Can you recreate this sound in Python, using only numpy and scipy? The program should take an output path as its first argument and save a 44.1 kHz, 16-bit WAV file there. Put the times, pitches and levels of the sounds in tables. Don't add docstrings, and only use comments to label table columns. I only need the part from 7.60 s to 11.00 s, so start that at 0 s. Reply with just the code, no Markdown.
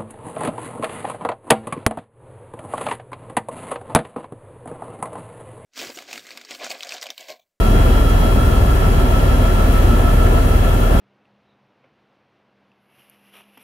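import sys
import numpy as np
from scipy import signal
from scipy.fft import rfft, irfft, next_fast_len
from scipy.io import wavfile
from scipy.ndimage import uniform_filter1d

SR = 44100
rng = np.random.default_rng(int(sys.argv[2]) if len(sys.argv) > 2 else 0)


def persist_wave(psi):
    counts = np.round(np.clip(psi, -1, 1) * 32767).astype(np.int16)
    wavfile.write(sys.argv[1], SR, np.atleast_2d(counts).T)


N = 149940
TIME = np.arange(N) / SR
BLADES = 3
THROB_LAG = .24


def gain_of(db):
    return 10 ** (np.asarray(db) / 20)


def unit_rms(x):
    return x / np.sqrt(np.mean(x ** 2) + 1e-20)


def wander(top_hz, t=TIME):
    hz, phase = np.geomspace(.3, top_hz, num=16), rng.random(16)
    coarse = np.linspace(0, N / SR, num=600)
    drift = np.sin(2 * np.pi * (hz * coarse[:, None] + phase)) @ hz ** -.5
    return np.interp(t, coarse, unit_rms(drift))


def tone(cycles, db, lead_rad, waver_db=0.):
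    pair = np.cos(2 * np.pi * cycles + np.array([[lead_rad], [0]]))
    return np.sqrt(2) * gain_of(np.reshape(db, (2, -1)) + waver_db * wander(4.01)) * pair


def rotor_turns():
    # time in seconds, turns per minute.
    speed = [(0, 393.6), (.7, 393.81), (1.0, 393.76), (1.3, 393.61), (1.6, 393.55), (1.9, 393.62),
             (2.2, 393.6), (2.8, 393.76), (3.4, 393.78)]
    return np.cumsum(np.interp(TIME, *np.transpose(speed))) / (60 * SR)


def roar_bed():
    # frequency in Hz, left and right density in dB (power per Hz),
    # left-right correlation.
    spectrum = [(15, -51, -54, .99), (30, -50, -53, .99), (50, -41.5, -44, 0.69), (64, -37.5, -39.5, 0.96),
                (83, -37.5, -37.5, 0.96), (116, -41, -42, 0.92), (155, -45.5, -47.5, 1),
                (194, -47.5, -45.5, 0.86), (244, -44.5, -43.5, 0.97), (285, -48, -46, 0.93),
                (316, -50, -49.5, 0.35), (339, -49, -51, 0.27), (374, -47, -47.5, 0.85),
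                (413, -48.5, -52.5, 0.46), (445, -49.5, -54, 0.6), (513, -50, -51, 0.38),
                (580, -50, -54.5, 0.5), (620, -52, -54, 0.51), (687, -49, -53.5, 0.78),
                (702, -53.5, -53.5, 0.096), (747, -52, -53.5, -0.017), (886, -55, -61.5, -0.42),
                (893, -53.5, -55, -0.25), (957, -53, -56, -0.52), (1054, -55, -58, -0.57),
                (1237, -57, -57.5, -0.5), (1307, -53.5, -59, -0.41), (1335, -61, -68, -0.33),
                (1353, -51.5, -46.5, 0.2), (1392, -53, -59, 0.42), (1450, -61, -64.5, -0.46),
                (1560, -58.5, -73, -0.81), (1655, -64.5, -60.5, 0.33), (1900, -65, -66, -0.054),
                (2400, -66.5, -69.5, -0.34), (2870, -65.5, -67.5, -0.27), (3380, -68, -74, 0.092),
                (3450, -69, -71.5, -0.54), (3450, -75, -72.5, -0.063), (4240, -75, -74.5, -0.13),
                (5230, -78, -80.5, -0.14), (5700, -78, -77.5, -0.044), (6900, -76, -80.5, -0.043),
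                (8260, -80, -77.5, -0.21), (9700, -79.5, -76.5, 0.17), (10700, -78.5, -75.5, -0.12),
                (11100, -78, -74, -0.028), (11220, -76, -72, -0.075), (11350, -78, -73.5, -0.0041),
                (11800, -79, -74, 0), (12200, -80.5, -75.5, 0.055), (14200, -81.5, -80, 0),
                (15700, -82, -79, 0)]
    row_hz, *columns = np.transpose(spectrum)
    size = next_fast_len(N)
    log_hz = np.log(np.fft.rfftfreq(size, 1 / SR) + 1)
    left_db, right_db, likeness = (np.interp(log_hz, np.log(row_hz), column) for column in columns)
    likeness = np.clip(likeness, -1, 1)
    left, unrelated = rfft(rng.standard_normal((2, size)))
    right = likeness * left + np.sqrt(1 - likeness ** 2) * unrelated
    colour = gain_of([left_db, right_db]) * np.sqrt(SR / 2)
    return irfft(np.array([left, right]) * colour, size)[:, :N]


def roar(rotor):
    # frequency in Hz, level swing in dB.
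    flutter_depths = [(150, 1.4), (1000, 0), (2500, -0.3), (7000, 0), (10000, 0.7), (14000, 0.5)]
    panel_hz, panel_width_hz, flutter_lead_turns = 1360, 50, .02
    hz, t, bands = signal.stft(roar_bed(), SR, nperseg=512, noverlap=384)
    turns = np.interp(t, TIME, rotor)
    chance = rng.standard_normal((len(t), len(hz))).T
    patches = unit_rms(uniform_filter1d(uniform_filter1d(chance, 6, axis=0), 20, axis=1))
    gusts = unit_rms(uniform_filter1d(uniform_filter1d(chance[::-1], 70, axis=0), 8, axis=1))
    hz = hz[:, None]
    swell = wander(2.4, t)
    treble_swell = wander(6, t) / (1 + (11000 / (hz + 1)) ** 8)
    flutter_hz, depth_db = np.transpose(flutter_depths)
    swing_db = np.interp(np.log(hz + 1), np.log(flutter_hz), depth_db)
    flutter_db = swing_db * np.cos(2 * np.pi * BLADES * (turns + flutter_lead_turns))
    panel_band = np.exp(-((hz - panel_hz) / panel_width_hz) ** 2 / 2)
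    panel_throb = panel_band * np.cos(2 * np.pi * (turns - THROB_LAG))
    db = .5 * patches + .45 * gusts + .15 * swell + .5 * treble_swell + flutter_db + 1.6 * panel_throb
    return signal.istft(bands * gain_of(db), SR, nperseg=512, noverlap=384)[1][:, :N]


def turbine(rotor):
    # time in seconds, level on the right in dB.
    swells = [(0, -45), (.3, -46), (.62, -43.5), (.9, -49), (1.2, -51), (1.4, -56), (1.5, -47), (1.8, -45),
              (1.92, -54), (2.08, -52), (2.15, -45), (2.4, -43.5), (2.7, -49), (2.95, -48), (3.2, -50),
              (3.4, -47)]
    whine_hz, wander_hz, shaft_hz, shake_cycles = 11217.3, 2.2, 539, .075
    pan_db, rough_db = np.array([[-11], [0]]), 1.6
    cycles = np.cumsum(whine_hz + wander_hz * wander(12.3)) / SR
    cycles += shake_cycles * np.cos(2 * np.pi * BLADES * rotor)
    level_db = np.interp(TIME, *np.transpose(swells))
    sidebands = sum(tone(cycles + offset_hz * TIME, pan_db + level_db.mean() + db, lead_rad=2, waver_db=3)
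                    for offset_hz, db in ((-shaft_hz, -13.5), (shaft_hz, -9)))
    return tone(cycles, pan_db + level_db + rough_db * wander(40), lead_rad=2) + sidebands


def gears(rotor):
    # harmonic of the tooth rate, left and right base level in dB,
    # left lead in radians, drift of the right level in dB per second, throb depth.
    mesh = [(1, -35, -37, -3.0, 0, .1), (2, -42.5, -38.5, -.5, 0, 1.9), (4, -45.5, -56, -1.0, 0, .1),
            (5, -43.5, -44, .7, -1.5, .15), (6, -55, -49.5, -1.5, -2.5, .1),
            (7, -56.5, -55.5, -3.0, -3.5, .1), (8, -54.5, -59, -.9, -2.0, .1)]
    # time in seconds, added level in dB.
    fifth_swell = [(0, -1), (.15, 1.5), (.75, 4), (1.15, -1.5), (1.9, -.5), (2.2, -2.5), (3.4, -2.5)]
    teeth, flicker_db, warble_cycles = 100, 1.3, .07
    tightness = np.cos(2 * np.pi * (rotor - THROB_LAG))
    out = tone(260 * rotor, (-51, -61), lead_rad=0, waver_db=1.05)
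    for harmonic, left_db, right_db, lead_rad, drift, depth in mesh:
        db = np.array([np.full(N, left_db), right_db + drift * (TIME - TIME[-1] / 2)])
        db += flicker_db * wander(24.7)
        if harmonic == 5:
            db += np.interp(TIME, *np.transpose(fifth_swell))
        throb = depth * tightness
        cycles = harmonic * teeth * rotor - warble_cycles * throb + rng.random()
        out += (1 + throb) * tone(cycles, db, lead_rad, waver_db=0 if harmonic == 5 else 1.05)
    return out


def shafts(rotor):
    tail_ratio, drive_ratio = 9.245, 15.55
    tail_lag_turns, pinion_teeth = .32, 17
    drive = drive_ratio * rotor
    tail_hum = tone(tail_ratio * rotor - tail_lag_turns, (-23.5, -23.5), lead_rad=0, waver_db=.8)
    drive_hum = tone(drive, (-28, -28), lead_rad=0, waver_db=.8)
    rise_db = TIME - N / SR / 2
    pinion = tone(pinion_teeth * drive, (rise_db - 50, rise_db - 42), lead_rad=-.7, waver_db=1.05)
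    return tail_hum + drive_hum + pinion


def blades(rotor):
    # level in dB of one harmonic of the blade rate, from the first up.
    thump_db = [-36, -14.8, -23.5, -24, -29, -42, -38]
    lag_turns = .107
    passes = BLADES * (rotor - lag_turns)
    return sum(tone(k * passes + 1 / 4, (db, db), lead_rad=-.08, waver_db=1.14 if k == 2 else .3)
               for k, db in enumerate(thump_db, start=1))


def scene():
    rotor = rotor_turns()
    return roar(rotor) + blades(rotor) + shafts(rotor) + gears(rotor) + turbine(rotor)


def record(dry):
    ceiling, cutoff_hz = 2.2, 15750
    soft = ceiling * np.tanh(dry / ceiling)
    low_pass = signal.firwin(2047, cutoff_hz, window=("kaiser", 10), fs=SR)
    return signal.oaconvolve(soft, low_pass[None], "same")


dry = scene()
out = record(dry)
persist_wave(out)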